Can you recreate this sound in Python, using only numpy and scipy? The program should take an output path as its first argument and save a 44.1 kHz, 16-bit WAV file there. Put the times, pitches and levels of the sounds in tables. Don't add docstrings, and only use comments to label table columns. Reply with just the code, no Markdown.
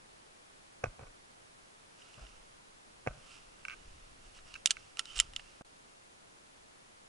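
import sys
import numpy as np
from scipy import signal
from scipy.fft import rfft, irfft
from scipy.io import wavfile

SR = 44100
rng = np.random.default_rng(int(sys.argv[2]) if len(sys.argv) > 2 else 0)


def output_pcm(signal):
    pcm = np.clip(np.atleast_2d(signal).T, -1, 1) * 32767
    wavfile.write(sys.argv[1], SR, np.round(pcm).astype(np.int16))


N = 312228
TIME, HZ = np.arange(N) / SR, np.fft.rfftfreq(N, 1 / SR)

# start_s, level_db, brightness_db_per_octave, spot_hz, scrape_s, t60_factor
CASE_KNOCKS = [(0.8377, -46.5, -2, 1500, 0.00084, 0.88), (0.8403, -32, 1.1, 620, 0.0011, 0.89),
               (0.8578, -48, 1, 1500, 0.0038, 0.67), (0.866, -57, -.3, 1500, 0.0022, 0.87),
               (0.9935, -57.5, -1.5, 600, 0.0018, 0.73), (1.011, -58.5, 0, 560, 0.003, 1),
               (1.033, -63, -3, 1300, 0.0056, 1), (1.068, -62, 0.5, 1500, 0.0057, 1),
               (3.0647, -50, -2.5, 1200, 0.00092, 0.63), (3.073, -35.5, -1, 2400, 0.00077, 0.7),
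               (3.0825, -45, 0.5, 250, 0.002, 0.9), (5.61, -58.5, -3, 1300, 0.006, 0.53)]
CATCH_CLICKS = [(2.02, -66, -5, 2800, 0.0023, 1.3), (2.267, -67, -7, 2800, 0.0011, 1.2),
                (4.389, -65, -6, 1400, 0.00083, 1.04), (4.5403, -53.5, -3, 3400, 0.0011, 0.78),
                (4.659, -28, 2, 5250, 0.000058, 0.55), (4.6635, -45, -1, 8000, 0.0014, 1.2),
                (4.6722, -41.5, 1, 2900, 0.0005, 1), (4.7074, -31.5, 0.5, 5400, 0.00097, 0.48),
                (4.7116, -37.5, 3, 1348, 0.0015, 1.2), (4.971, -53, -2, 1400, 0.001, 0.66),
                (4.9935, -34, -0.5, 1340, 0.00019, 1.2), (5.0553, -54.5, -2, 5400, 0.00056, 0.62),
                (5.157, -53, -3, 5400, 0.0036, 1.4), (5.1633, -52, 2, 5400, 0.001, 1),
                (5.173, -50, -2, 3000, 0.0024, 0.86), (5.1795, -48, 3, 8000, 0.0024, 1.4),
                (5.19, -38.5, 0.5, 2900, 0.0017, 0.67), (5.1999, -26, 0, 8600, 0.00083, 1.36),
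                (5.2052, -42, 1, 3100, 0.00078, 1.5), (5.335, -58, -2, 1400, 0.001, 0.97),
                (5.3628, -42, -1.2, 2920, 0.00044, 1), (5.3953, -56, -7, 2000, 0.0022, 1.1)]
# pitch_hz, t60_s, level_db, right_over_left_db, right_lag_rad
CASE_MODES = [(260, 0.013, -1, 1, 0.36), (390, 0.012, -3, -2.5, .5), (517, 0.02, -2, -8, 0.85),
              (587, 0.027, -9.5, -9.5, 3), (710, 0.022, -2, 0.5, 1.97), (1190, 0.03, -8.5, 7, 0.5),
              (1510, 0.027, -4.5, 7, 1.42), (1920, 0.0082, -4.5, 5, 0.5), (2250, 0.019, -1, 8.5, 1.27),
              (2560, 0.018, 0, 1, 1.7), (4570, .005, -27, -3, -6), (5760, 0.0076, -7.5, 8, -0.5),
              (6560, 0.0052, -11, -13, 0)]
CATCH_MODES = [(1345, 0.033, -13.5, 6.2, 0.24), (1950, 0.011, -4.5, 3.3, 0.96),
               (2830, 0.017, 2.5, 8.6, 0.42), (3054, 0.016, -1, 12.4, 0.48), (3460, 0.014, -4, 6, 0),
               (4060, 0.013, -3.5, 5, 0.079), (4360, 0.0069, -6, 4.4, 0.51), (5140, 0.012, 0, 2.3, 0.18),
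               (5400, 0.022, -6, 2.1, 0.27), (5580, 0.014, -8, 3, 0), (6830, 0.0065, -0.5, 2, 0.33),
               (7410, 0.006, -0.5, 0.97, 0.26), (8430, 0.014, -11, 4.7, 0.3),
               (10100, 0.0089, -15, 3.5, 0.21)]
JOINT_MODES = [(1230, 0.021, 6, 3, 0.81), (1535, 0.037, 6, 5, 0.89), (2140, .007, -6, 12, 0.091),
               (2285, 0.026, -2, 1, -0.79), (2640, 0.019, -1.5, 4, -1.7), (3400, 0.01, -19, -4, 0),
               (4120, 0.014, -16, 6, -0.23), (5740, .007, -13, -5, 0), (6640, 0.012, -21, -14, 0.12)]
KNOCK_EDGES_HZ = [200, 900, 1900, 3200, 11000]
CLICK_EDGES_HZ = [650, 2200, 4300, 6500, 10650]
SLIP_EDGES_HZ = [950, 1900, 3200, 11000]
KNOCK_BANDS_DB = [1, -6, -9, -19]
CLICK_BANDS_DB = [-10, .5, -6, -3]
SLIP_BANDS_DB = [-3.8, -4, -11]
# start_s, pitch_hz, peak_db, rise_s
CAMERA_SWAYS = [(0.8382, 106, -34.5, 0.004), (.866, 102, -39, 0.0051), (.877, 30, -43, 0.0097),
                (0.994, 79, -50, 0.007), (1.05, 26, -53, 0.021), (2.174, 100, -55, .009),
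                (2.213, 47, -44.5, 0.015), (3.072, 121.5, -32, 0.0042), (3.097, 46, -43, 0.01),
                (5.167, 32.7, -40.5, 0.018), (5.61, 240, -41, 0.00088)]
# start_s, length_s, first_gap_s, level_db, scrape_s
JOINT_CREAKS = [(3.6512, .091, 0.032, -43.5, .0005), (4.554, .007, .0051, -49, 0.0029),
                (4.7686, .002, 0.0031, -49.5, .0011)]
# peak_s, level_db, rise_s, hold_s, fall_s
ARM_SWINGS = [(2.35, -62, .08, 0.043, 0.077), (3.1, -67.5, .3, .4, .2), (3.87, -55.5, 0.15, 0.09, .15),
              (4.2, -61, .08, 0.35, 0.062), (4.78, -58.5, .05, 0.035, .1), (5.19, -55, .06, .12, .14)]
PALM_SHIFTS = [(.845, -52, .014, .01, 0.043), (1.0, -57.5, 0.021, .045, .026),
               (2.185, -60, .014, .055, 0.033), (3.085, -54, .018, 0.013, 0.087)]
FINGER_STROKES = [(2.0, -64.6, .035, .3, .14), (3.33, -58, 0.12, 0.018, .07), (3.65, -68.5, 0.23, .3, 0.28),
                  (4.26, -65, .05, .02, .04), (4.355, -59, .015, 0.018, 0.028),
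                  (4.475, -61.5, 0.024, 0.065, 0.065), (4.697, -50, .004, .012, .016),
                  (4.77, -62, .04, 0.018, 0.13), (4.992, -46, .006, .004, 0.012),
                  (5.09, -58, 0.044, 0.11, 0.067), (5.172, -45.5, .022, 0.013, 0.03),
                  (5.38, -65, .05, 0.12, 0.11)]
CATCH_SQUEAKS = [(5.085, -53, .016, .022, .025), (5.19, -59, .06, 0.032, 0.03)]
# frequency_hz, relative_db
AIR_COLOUR = [(24, -31), (40, -9), (54, -2), (139, 1), (391, -0.5), (419, -0.5), (583, -2), (978, -3.5),
              (1420, -5), (6560, -9.5), (11000, -11.5), (14300, -95), (22000, -120)]
WIDE_HISS_COLOUR = [(24, -34), (40, -14), (81, -15.5), (176, -8.5), (419, -4), (450, -3.5), (955, -3),
                    (4950, -16.5), (6720, -19), (7210, -19.5), (11000, -25.5), (14300, -60), (22000, -120)]
RUMBLE_COLOUR = [(8, -8.5), (22, -1.5), (45, -12.5), (80, -17), (150, -25), (400, -42), (1500, -82)]
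PALM_COLOUR = [(60, 0), (130, 11.5), (300, -8.5), (450, -4), (620, 3.5), (900, -8.5), (1200, -2.5),
               (1520, -1), (1850, -24), (2520, -7), (3200, -36), (11000, -40)]
FINGER_COLOUR = [(300, -21.5), (950, -15), (1330, -4), (1750, -17), (2450, -8.5), (2780, -2.5), (3250, -10),
                 (4100, -13.5), (5350, -8), (6200, -13), (8000, -15.5), (11000, -25)]
SQUEAK_COLOUR = [(2400, -45), (2850, -17), (3030, -1), (3220, -15), (3800, -35)]
WHINE_COLOUR = [(5500, -40), (6500, -11), (6750, -3), (7000, -21), (8000, -51)]
# frequency_hz, right_over_left_db
RIGHT_BIAS = [(300, 1), (1500, 4), (2300, 8), (2900, 12), (3800, 2.5), (11000, 6)]
# start_s, end_s
CUT_GAP = (5.6218, 5.6478)


def amp(db):
    return 10 ** (np.asarray(db) / 20)


def unit_rms(x):
    return x / np.sqrt(np.mean(x ** 2) + 1e-20)


def curve_db(points):
    hz, db = np.transpose(points)
    return np.interp(np.log(HZ + 1), np.log(hz + 1), db)


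def add(mix, start_s, sound):
    part = mix[:, round(start_s * SR):][:, :sound.shape[1]]
    part += sound[:, :part.shape[1]]


def noise(colour, correlation=1):
    left, other = rfft(rng.standard_normal((2, N)))
    right = correlation * left + np.sqrt(1 - correlation ** 2) * other
    return unit_rms(irfft(np.array([left, right]) * amp(curve_db(colour)), N))


def swells(movements):
    power = np.zeros(N)
    for peak_s, db, rise_s, hold_s, fall_s in movements:
        away = np.maximum(peak_s - TIME, 0) / rise_s + np.maximum(TIME - peak_s - hold_s, 0) / fall_s
        power += (amp(db) * np.exp(-away)) ** 2
    return np.sqrt(power)


def still_air():
    centre = amp(-63.5) * noise(AIR_COLOUR)
    sides = amp(-60) * noise(WIDE_HISS_COLOUR) * np.array([[1], [-1]])
    return amp(-0.34 * (TIME > CUT_GAP[1])) * (centre + sides)


def arm_rumble(resting_db=-75):
    return np.hypot(swells(ARM_SWINGS), amp(resting_db)) * noise(RUMBLE_COLOUR)


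def friction(pressure, colour, correlation, grain_db, grains_per_s):
    grain_times = np.arange(4096) / grains_per_s
    roughness = np.interp(TIME, grain_times, rng.standard_normal(len(grain_times)))
    return pressure * unit_rms(amp(grain_db * roughness)) * noise(colour, correlation)


def palm_scuffs(resting_db=-79):
    pressure = np.hypot(swells(PALM_SHIFTS), amp(resting_db))
    return friction(pressure, PALM_COLOUR, correlation=0.85, grain_db=3.5, grains_per_s=210)


def spot_lift_db(hz, spot_hz, peak_db=5, width_octaves=0.57):
    return peak_db * np.exp(-(np.log2(hz / spot_hz) / width_octaves) ** 2)


def strikes(contacts, modes, edges_hz, bands_db, scrape, dense_db, dense_t60, tail_db, tail_t60, body_hz):
    out, t = np.zeros((2, N)), np.arange(4096) / SR
    lead = 256
    bands = [signal.butter(3, pair, "band", fs=SR, output="sos") for pair in zip(edges_hz, edges_hz[1:])]
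    body_band = signal.butter(2, body_hz, "band", fs=SR, output="sos")
    balance = amp(np.mean(modes, axis=0)[3] * np.array([[-.5], [.5]]))
    centres_hz = np.sqrt(np.multiply(edges_hz[:-1], edges_hz[1:]))
    octaves = np.log2(centres_hz) - np.log2(centres_hz).mean()
    for start_s, level_db, brightness, spot_hz, scrape_s, t60_factor in contacts:
        force = scrape * unit_rms(rng.standard_normal(len(t))) * np.exp(-t / scrape_s)
        force[0] += 1
        decay = amp(dense_db - 60 * t / dense_t60) + amp(tail_db - 60 * t / tail_t60)
        shared, separate = rng.standard_normal(len(t)), rng.standard_normal((2, len(t)))
        body = balance * signal.sosfilt(body_band, decay * (shared + 0.7 * separate))
        for k, (hz, t60, db, right_db, lag) in enumerate(modes):
            phase = 2 * np.pi * hz * t + np.pi * k + .5 * rng.standard_normal()
            pair = np.array([amp(-right_db / 2) * np.sin(phase), amp(right_db / 2) * np.sin(phase - lag)])
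            body += amp(db + spot_lift_db(hz, spot_hz) - 60 * t / (t60 * t60_factor)) * pair
        ring = signal.fftconvolve(body, force[None], axes=1)[:, :len(t)]
        ring = np.pad(ring, ((0, 0), (lead, 0)))
        levels_db = level_db + np.array(bands_db) + brightness * octaves + spot_lift_db(centres_hz, spot_hz)
        blow = sum(amp(db) * unit_rms(signal.sosfiltfilt(band, ring)) for band, db in zip(bands, levels_db))
        add(out, start_s - lead / SR, blow * np.sqrt(.01 * SR / ring.shape[1]))
    return out


def case_knocks():
    return strikes(CASE_KNOCKS, CASE_MODES, KNOCK_EDGES_HZ, KNOCK_BANDS_DB, scrape=0.068,
                   dense_db=-17, dense_t60=0.012, tail_db=-21.5, tail_t60=0.081, body_hz=(150, 6150))


def camera_sways(right_lag_rad=0.17):
    out, t = np.zeros((2, N)), np.arange(SR // 4) / SR
    for start_s, hz, peak_db, rise_s in CAMERA_SWAYS:
        swing = amp(peak_db) * t / rise_s * np.exp(1 - t / rise_s)
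        add(out, start_s, swing * np.sin(2 * np.pi * hz * t - np.array([[0], [right_lag_rad]])))
    return out


def near_right_microphone(sound):
    balance = amp(np.outer([-.5, .5], curve_db(RIGHT_BIAS)))
    return irfft(rfft(sound) * balance, N)


def finger_rubs():
    rub = friction(swells(FINGER_STROKES), FINGER_COLOUR, correlation=1, grain_db=2, grains_per_s=400)
    return near_right_microphone(rub)


def catch_clicks():
    return strikes(CATCH_CLICKS, CATCH_MODES, CLICK_EDGES_HZ, CLICK_BANDS_DB, scrape=0.24,
                   dense_db=7, dense_t60=0.0052, tail_db=-8, tail_t60=0.046, body_hz=(1690, 7700))


def joint_creaks(hurry=1.13, min_gap_s=.0032, db_per_doubling=4, spot_hz=2350, t60_factor=0.81):
    slips = []
    for start_s, length_s, first_gap_s, level_db, scrape_s in JOINT_CREAKS:
        elapsed_s, stuck_s, count = 0, first_gap_s, 0
        while elapsed_s < length_s:
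            slip_db = level_db + db_per_doubling * np.log2(stuck_s / first_gap_s)
            slips.append((start_s + elapsed_s, slip_db, 0, spot_hz, scrape_s, t60_factor))
            count += 1
            stuck_s = max(first_gap_s / count ** hurry, min_gap_s)
            elapsed_s += stuck_s
    return strikes(slips, JOINT_MODES, SLIP_EDGES_HZ, SLIP_BANDS_DB, scrape=0.13,
                   dense_db=-13, dense_t60=0.011, tail_db=-20, tail_t60=0.043, body_hz=(1100, 6500))


def catch_squeaks():
    squeak = friction(swells(CATCH_SQUEAKS), SQUEAK_COLOUR, correlation=0.55, grain_db=4, grains_per_s=90)
    return near_right_microphone(squeak)


def electronic_whine():
    return amp(-83) * (TIME > CUT_GAP[1]) * noise(WHINE_COLOUR, correlation=-.4)


def scene():
    plastic = case_knocks() + joint_creaks() + catch_clicks() + camera_sways()
    rubbing = finger_rubs() + catch_squeaks() + palm_scuffs()
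    return plastic + rubbing + still_air() + arm_rumble() + electronic_whine()


def record(dry):
    in_gap = (TIME > CUT_GAP[0]) & (TIME < CUT_GAP[1])
    lowpass = signal.firwin(401, 11130, window=("kaiser", 8), fs=SR)
    return signal.oaconvolve(dry * amp(-17 * in_gap), lowpass[None], "same")


dry = scene()
out = record(dry)
output_pcm(out)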